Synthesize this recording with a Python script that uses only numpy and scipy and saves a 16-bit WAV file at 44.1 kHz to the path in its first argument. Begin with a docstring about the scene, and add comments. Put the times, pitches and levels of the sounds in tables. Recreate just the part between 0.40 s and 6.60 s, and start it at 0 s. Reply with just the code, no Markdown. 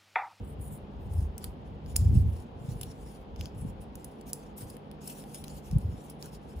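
"""A small room, microphone close over a table: two hands undo the paper ties of a coiled charging cable.
First fingers slide on card and cable, the paper crinkles and the plugs tick against the coil.
At 1.6 s a tab gives the loudest snap, and the arms nudge the table with a run of dull bumps.
More bumps come near 3.3 s, a sharp snap at 3.9 s, then busier rubbing, with another shove at 5.4 s.
Ventilation murmurs behind from start to end."""
import sys
import numpy as np
from scipy import signal
from scipy.fft import rfft, irfft, next_fast_len
from scipy.io import wavfile
from scipy.ndimage import uniform_filter1d

SR = 44100
rng = np.random.default_rng(int(sys.argv[2]) if len(sys.argv) > 2 else 0)


def waveform_to_disk(signal):
    """Save audio, clipped to [-1, 1], as 16-bit WAV at the path in sys.argv[1]."""
    frames = np.transpose(np.atleast_2d(signal))
    scaled = np.clip(frames, -1, 1) * 32767
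    samples = np.round(scaled).astype(np.int16)
    wavfile.write(sys.argv[1], SR, samples)


N = 273420
TIME = np.arange(N) / SR

# the card's body, knocked or scraped: (frequency [Hz], relative level [dB])
CARD_SPECTRUM = [(500, -15.5), (1200, -2.5), (2000, -9.5), (2900, -0.5), (4000, -3.5), (5100, 1),
                 (6000, -1.5), (7200, -0.5), (8500, -21.5), (12000, -26.5)]


def snaps_and_ticks(snap_db, body_db, crack_t60_ms, rise_share, ring_width_hz, size=2048):
    """A tie or plug lets go: a bright snap and a knock in the card. Quick ones crack, slow ones swell."""
    # ties and plugs: (time [s], relative level [dB], knock offset [dB], ring [Hz], decay by 60 dB [ms])
    releases = [(0.354, -64, -14, 5000, 3.3), (0.736, -57, -13, 5000, 11), (0.980, -45, -11, 7600, 4.6),
                (1.041, -40, -1.5, 4570, 16), (1.064, -61, -9, 3900, 3), (1.462, -67.5, 9, 5200, 3.7),
                (1.5606, -36, 1, 5060, 5), (1.5638, -24, -12.5, 5260, 5.7), (2.320, -61.5, -2, 3100, 6),
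                (2.412, -42.5, 0.5, 7700, 13), (2.431, -43, 0.5, 3730, 17), (2.961, -69.5, 13.5, 5300, 7.2),
                (3.011, -51, 9.5, 2820, 2.9), (3.057, -55.5, 10.5, 3400, 4.1), (3.554, -49.5, -6, 7200, 10),
                (3.644, -46, -7, 6800, 16), (3.811, -59, 3, 7100, 9.5), (3.932, -33, -23, 7700, 3.9),
                (4.299, -49.5, -3.5, 5000, 26), (4.367, -57, 1, 2500, 11), (4.514, -59, 4, 2800, 4.4),
                (4.674, -39.5, -9.5, 5460, 27), (4.839, -61, 6, 2700, 6), (5.039, -49, 3.5, 4000, 25),
                (5.081, -54, 5.5, 6700, 5), (5.312, -56, 4.5, 5750, 7), (5.383, -53, -10, 4900, 13.7),
                (5.697, -47.5, -10, 5400, 27), (5.826, -51, 9, 4940, 2.4), (5.858, -53.5, -11, 3400, 3.5)]
    # the bright snap: (frequency [Hz], relative level [dB])
    snap_spectrum = [(1000, -23.5), (2500, -31), (3800, -18), (5200, -5.5), (6300, -8), (8200, 1),
                     (9200, -2.5), (10400, 2), (12000, -5.5), (14500, -3.5), (16500, -16.5)]
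    out = np.zeros((2, N + size))
    noise = np.pad(stereo_noise(), ((0, 0), (0, size)))
    ms = TIME[:size] * 1000
    burst_gain = np.sqrt(.003 * SR / size)   # levels count a burst's energy as if packed into 3 ms
    for start, level_db, knock_db, ring_hz, t60_ms in releases:
        at = int(start * SR)
        swell = 1 - np.exp(-ms / (rise_share * t60_ms))
        force = rms_one(noise[:, at:at + size] * swell * from_db(-60 * ms / t60_ms))
        force[:, 0] += (crack_t60_ms / t60_ms) ** 2 * np.sqrt(size)   # the opening crack
        snap = rms_one(colour(force, snap_spectrum))
        ring = rms_one(resonance(force, ring_hz, ring_width_hz))
        knock = rms_one(rms_one(colour(force, CARD_SPECTRUM)) + ring)
        burst = from_db(snap_db) * snap + from_db(knock_db + body_db) * knock
        out[:, at:at + size] += from_db(level_db) * burst_gain * burst
    return out[:, :N]


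def finger_rubbing(slips_per_s, size_spread_db, crinkle_db, scrape_db, uneven_db):
    """Sliding skin hisses thinly and catches in tiny slips; under pressure the card scrapes lower."""
    # hiss of sliding skin: (frequency [Hz], relative level [dB])
    skin_spectrum = [(3000, -42.5), (5700, -20.5), (7200, -12.5), (8300, 2), (9800, 2.5), (11300, -2.5),
                     (13800, -3), (15600, -7), (16100, -23)]
    hiss_strength, scrape_strength = finger_strokes(arch=0.6, ease_s=.025, resting_db=-88)
    slip_sizes = from_db(size_spread_db * np.minimum(rng.exponential(1, N), 4))
    slipping = rng.random(N) < slips_per_s / SR
    slips = rms_one(slip_sizes * slipping * rng.standard_normal(N))
    friction = stereo_noise() + from_db(crinkle_db) * slips
    force = wandering_modes(friction, patchy_db=3.0, width_hz=340, changes_per_s=28)
    hiss = hiss_strength * rms_one(colour(force, skin_spectrum))
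    scrape = from_db(scrape_db) * scrape_strength * rms_one(colour(force, CARD_SPECTRUM))
    return from_db(uneven_db * drift(60)) * (hiss + scrape)


def finger_strokes(arch, ease_s, resting_db):
    """Strength of hiss and scrape: each stroke speeds up and slows down; resting fingers rub faintly."""
    # along card and cable: (start [s], length [s], friction level [dB], scrape offset [dB])
    strokes = [(0.025, .12, -65.5, -29), (0.195, 0.09, -53.5, -25), (0.287, 0.098, -56.5, -29),
               (0.61, 0.063, -65, -10), (0.698, .18, -60, -9), (1.015, 0.079, -64, -0.5),
               (1.26, 0.019, -74, -2), (1.464, 0.075, -66.5, -0.5), (1.547, 0.16, -63.5, 0),
               (1.724, .11, -58, -9), (1.876, 0.17, -65.5, -5.5), (2.192, 0.24, -65, -5),
               (2.415, .12, -63, 0), (2.54, 0.29, -66, -5.5), (2.97, 0.13, -67.5, 3.5),
               (3.153, 0.16, -61, -10.5), (3.414, 0.021, -53.5, -12), (3.544, 0.27, -71.5, -2),
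               (3.864, 0.052, -56.5, -8), (3.91, 0.22, -73, 1), (4.172, 0.078, -46.5, -10.5),
               (4.248, .11, -62.5, -5.5), (4.616, 0.047, -56, -4.5), (4.657, 0.079, -45, -7.5),
               (4.749, 0.078, -53, -6.5), (4.817, 0.11, -64, -7), (4.905, .12, -56.5, -8),
               (5.054, 0.15, -56, -5), (5.225, 0.12, -62, -4), (5.338, 0.26, -68.5, -4.5),
               (5.552, .18, -63, -3.5), (5.796, .10, -58.5, -3.5), (5.916, 0.056, -61.5, -2.5),
               (6.018, .12, -68.5, -4.5), (6.161, 0.12, -55, -8)]
    power = np.zeros((2, N))
    for start, length, level_db, scrape_db in strokes:
        progress = np.clip((TIME - start) / length, 0, 1)
        speed = (1 - (2 * progress - 1) ** 2) ** arch
        power += (speed * from_db([[level_db], [level_db + scrape_db]])) ** 2
    eased = np.abs(uniform_filter1d(power, int(ease_s * SR) + 1))
    return np.sqrt(eased + from_db(resting_db) ** 2)


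def wandering_modes(force, patchy_db, width_hz, changes_per_s, count=24):
    """As the finger moves, resonances of card and cable come and go."""
    modes_hz = np.linspace(1500, 15500, count) * (1 + .015 * rng.standard_normal(count))
    modes = ((-1) ** k * resonance(force, hz, width_hz) * from_db(patchy_db * drift(changes_per_s))
             for k, hz in enumerate(modes_hz))
    return rms_one(sum(modes))


def table_under_arms(tremble_db, lumpy_db, shaken_db, shaken_s, left_db, right_lag_s):
    """Bumps and a lumpy rumble that swells with them reach the microphone through the table."""
    # slow course of the rumble: (time [s], relative level [dB])
    tremble = [(0.0, -44.5), (0.15, -48.5), (0.36, -47.5), (1.59, -49.5), (1.76, -28.5), (1.97, -47.5),
               (2.8, -53.5), (3.3, -43.5), (3.5, -53.5), (4.77, -67), (5.22, -54), (5.4, -41),
               (5.61, -54.5), (6.2, -59)]
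    # the table's rumble: (frequency [Hz], relative level [dB])
    table_spectrum = [(15, -54), (30, -14), (57, 3), (85, -1.5), (130, -7), (200, -11), (320, -26),
                      (700, -64)]
    level_db = np.interp(TIME, *np.transpose(tremble))
    rumble = from_db(lumpy_db * drift(25)) * rms_one(colour(stereo_noise(), table_spectrum))
    bumps = table_bumps(width_cycles=0.59, gain_db=0.5, ring_hz=79.6, ring_width_hz=13, ring_db=-7.5)
    bump_rms = np.sqrt(np.abs(uniform_filter1d(bumps ** 2, int(shaken_s * SR))))
    strength = np.hypot(from_db(level_db + tremble_db), from_db(shaken_db) * bump_rms)
    late_bumps = np.interp(TIME - right_lag_s, TIME, bumps)
    balance = from_db([[left_db / 2], [-left_db / 2]])
    return balance * (strength * rumble + np.array([bumps, late_bumps]))


def table_bumps(width_cycles, gain_db, ring_hz, ring_width_hz, ring_db):
    """A soft push swells and dies within a cycle or two, and leaves the table ringing briefly."""
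    out = np.zeros(N)
    pushes = arm_pushes(gap_s=.038, timing_share=.2, fade_db=14, scatter_db=1.0, pitch_octaves=0.43)
    for time, peak_db, hz, phase in pushes:
        near = slice(*np.searchsorted(TIME, [time - .1, time + .1]))
        cycles = (TIME[near] - time) * hz
        swell = np.exp(-.5 * (cycles / width_cycles) ** 2)
        out[near] += from_db(peak_db) * swell * np.cos(2 * np.pi * (cycles + phase))
    return from_db(gain_db) * (out + from_db(ring_db) * resonance(out, ring_hz, ring_width_hz))


def arm_pushes(gap_s, timing_share, fade_db, scatter_db, pitch_octaves, count=10):
    """A shoving arm sticks and slips: a run of pushes, weaker away from the shove's crest."""
    # arms against the table: (start [s], crest [s], end [s], relative peak [dB], pitch [Hz])
    shoves = [(0.0, 0.195, 0.45, -33.5, 84), (0.69, 0.79, 0.91, -20, 81), (1.536, 1.669, 1.71, -13.5, 84),
              (1.688, 1.775, 1.95, -13, 98.9), (2.17, 2.291, 2.49, -25.5, 135),
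              (3.20, 3.335, 3.27, -20, 170), (4.21, 4.235, 4.35, -35.5, 116),
              (5.304, 5.365, 5.385, -15, 133), (5.43, 5.456, 5.56, -23, 87), (6.15, 6.174, 6.20, -34.5, 70)]
    steps = np.arange(-count, count + 1)
    for start, crest, end, peak_db, hz in shoves:
        chance = rng.uniform(-1.02, 1, (len(steps), 3)) * (steps != 0)[:, None]   # none at the crest
        for step, (late, strong, high), phase in zip(steps, chance, rng.random(len(steps))):
            time = crest + gap_s * (step + timing_share * late)
            if start < time < end:
                fade = np.interp(time, [start, crest, end], [1, 0, 1])
                level_db = peak_db - fade_db * fade + scatter_db * strong
                yield time, level_db, hz * 2 ** (pitch_octaves * high), phase


def small_room(direct, t60_s, build_s, tail_db, echo_s, echo_db):
    """Close up, the direct sound leads; the table top adds one reflection, the room a short tail."""
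    t = TIME[:SR // 2]
    tail = stereo_noise()[:, :len(t)] * from_db(-60 * t / t60_s) * (1 - np.exp(-t / build_s))
    response = from_db(tail_db) * rms_one(tail) / np.sqrt(len(t))
    response[:, int(echo_s * SR)] += from_db(echo_db)
    return direct + signal.fftconvolve(direct, response, axes=1)[:, :N]


def ventilation(rush_db, waver_db):
    """Room tone behind the hands: a dull steady rush of air with faint wavering fan tones."""
    # tones of the fan: (frequency [Hz], rms level they waver around [dB])
    fan_tones = [(150.7, -54.5), (204.6, -57.5), (788, -84)]
    # moving air: (frequency [Hz], relative level [dB])
    air_spectrum = [(20, -32.5), (50, -3.5), (100, -9.5), (170, -6.5), (230, -2.5), (340, -8), (480, -7),
                    (630, -13.5), (800, -11), (1300, -24), (1900, -30.5), (3200, -31), (5000, -42.5),
                    (9000, -65.5)]
    hum = np.zeros(N)
    for hz, level_db in fan_tones:
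        amplitude = np.sqrt(2) * from_db(level_db + waver_db * drift(4.1))
        hum += amplitude * np.sin(2 * np.pi * hz * TIME + drift(3))
    return from_db(rush_db) * rms_one(colour(stereo_noise(), air_spectrum)) + hum


def stereo_noise():
    """White noise, alike on both sides of the microphone except in the middle range."""
    # likeness of left and right: (frequency [Hz], correlation [0 to 1])
    likeness = [(60, 0.95), (200, 1), (400, 0.76), (700, 0.29), (1300, 0.21), (3000, 0.057), (5000, 0.27),
                (8000, 0.84), (12000, 1)]
    mid, side = rfft(rng.standard_normal((2, N)))
    alike = at_hz(likeness, np.fft.rfftfreq(N, 1 / SR))
    return irfft(np.sqrt(1 + alike) * mid + np.sqrt(1 - alike) * side * [[1], [-1]], N) / np.sqrt(2)


def colour(x, spectrum):
    """Causal (minimum-phase) filter with the given spectrum."""
    size = 2 * next_fast_len(x.shape[-1] // 2 + 1)
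    gain = from_db(at_hz(spectrum, np.fft.rfftfreq(size, 1 / SR)))
    cepstrum = irfft(np.log(gain))
    cepstrum[1:size // 2] *= 2
    cepstrum[size // 2 + 1:] = 0
    return irfft(rfft(x, size) * np.exp(rfft(cepstrum)))[..., :x.shape[-1]]


def resonance(x, hz, width_hz):
    """Band-pass with a gain of 1 at its peak."""
    return signal.lfilter(*signal.iirpeak(hz, hz / width_hz, fs=SR), x)


def drift(rate, count=2048):
    """A random curve with a spread of 1, changing about rate times a second."""
    return np.interp(TIME * rate, np.arange(count), rng.standard_normal(count)) * np.sqrt(3 / 2)


def at_hz(points, hz):
    """Read a spectrum on a log-frequency axis."""
    known_hz, values = np.transpose(points)
    return np.interp(np.log(hz + 1e-3), np.log(known_hz), values)


def from_db(db):
    """Decibels to gain."""
    return 10 ** (np.asarray(db) / 20)


def rms_one(x):
    """Scale to an rms of 1."""
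    return x / np.sqrt(np.mean(x ** 2) + 1e-20)


def scene():
    """Hands close to the microphone, the table below them, ventilation behind."""
    air = ventilation(rush_db=-48, waver_db=2.5)
    snaps = snaps_and_ticks(snap_db=5.5, body_db=2.5, crack_t60_ms=1.8, rise_share=0.092,
                            ring_width_hz=940)
    slides = finger_rubbing(slips_per_s=570, size_spread_db=4.5, crinkle_db=-8.5, scrape_db=2.5,
                            uneven_db=3.0)
    hands = small_room(snaps + slides, t60_s=0.23, build_s=0.0005, tail_db=-13.5,
                       echo_s=0.0048, echo_db=-17)
    table = table_under_arms(tremble_db=3.5, lumpy_db=3.0, shaken_db=-7, shaken_s=0.055,
                             left_db=.8, right_lag_s=0.0012)
    return hands + air + table


def record(dry):
    """A stereo microphone whose two ports differ in delay and colour; the top is cut at 16.4 kHz."""
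    # left port behind the right: (frequency [Hz], phase lag [rad])
    port_lag = [(300, 0.5), (700, -1), (1400, -4), (2000, -6), (3000, -6), (5800, -5), (6700, -6),
                (8400, -3.5), (10100, 0), (12000, 3), (13900, 6.5), (15800, 8.5)]
    # left port over the right: (frequency [Hz], level [dB])
    port_tilt = [(1200, -0.5), (3000, 5.5), (4100, 1), (5100, 6), (6000, 1.5), (7800, 2), (9000, -0.5)]
    hz = np.fft.rfftfreq(N, 1 / SR)
    tilt = from_db(at_hz(port_tilt, hz) / 2)
    ports = np.array([tilt * np.exp(-1j * at_hz(port_lag, hz)), 1 / tilt])
    heard = irfft(rfft(dry) * ports, N)
    low_pass = signal.ellip(10, .2, 80, 16400, fs=SR, output="sos")
    return signal.sosfilt(low_pass, heard)


dry = scene()
out = record(dry)
waveform_to_disk(out)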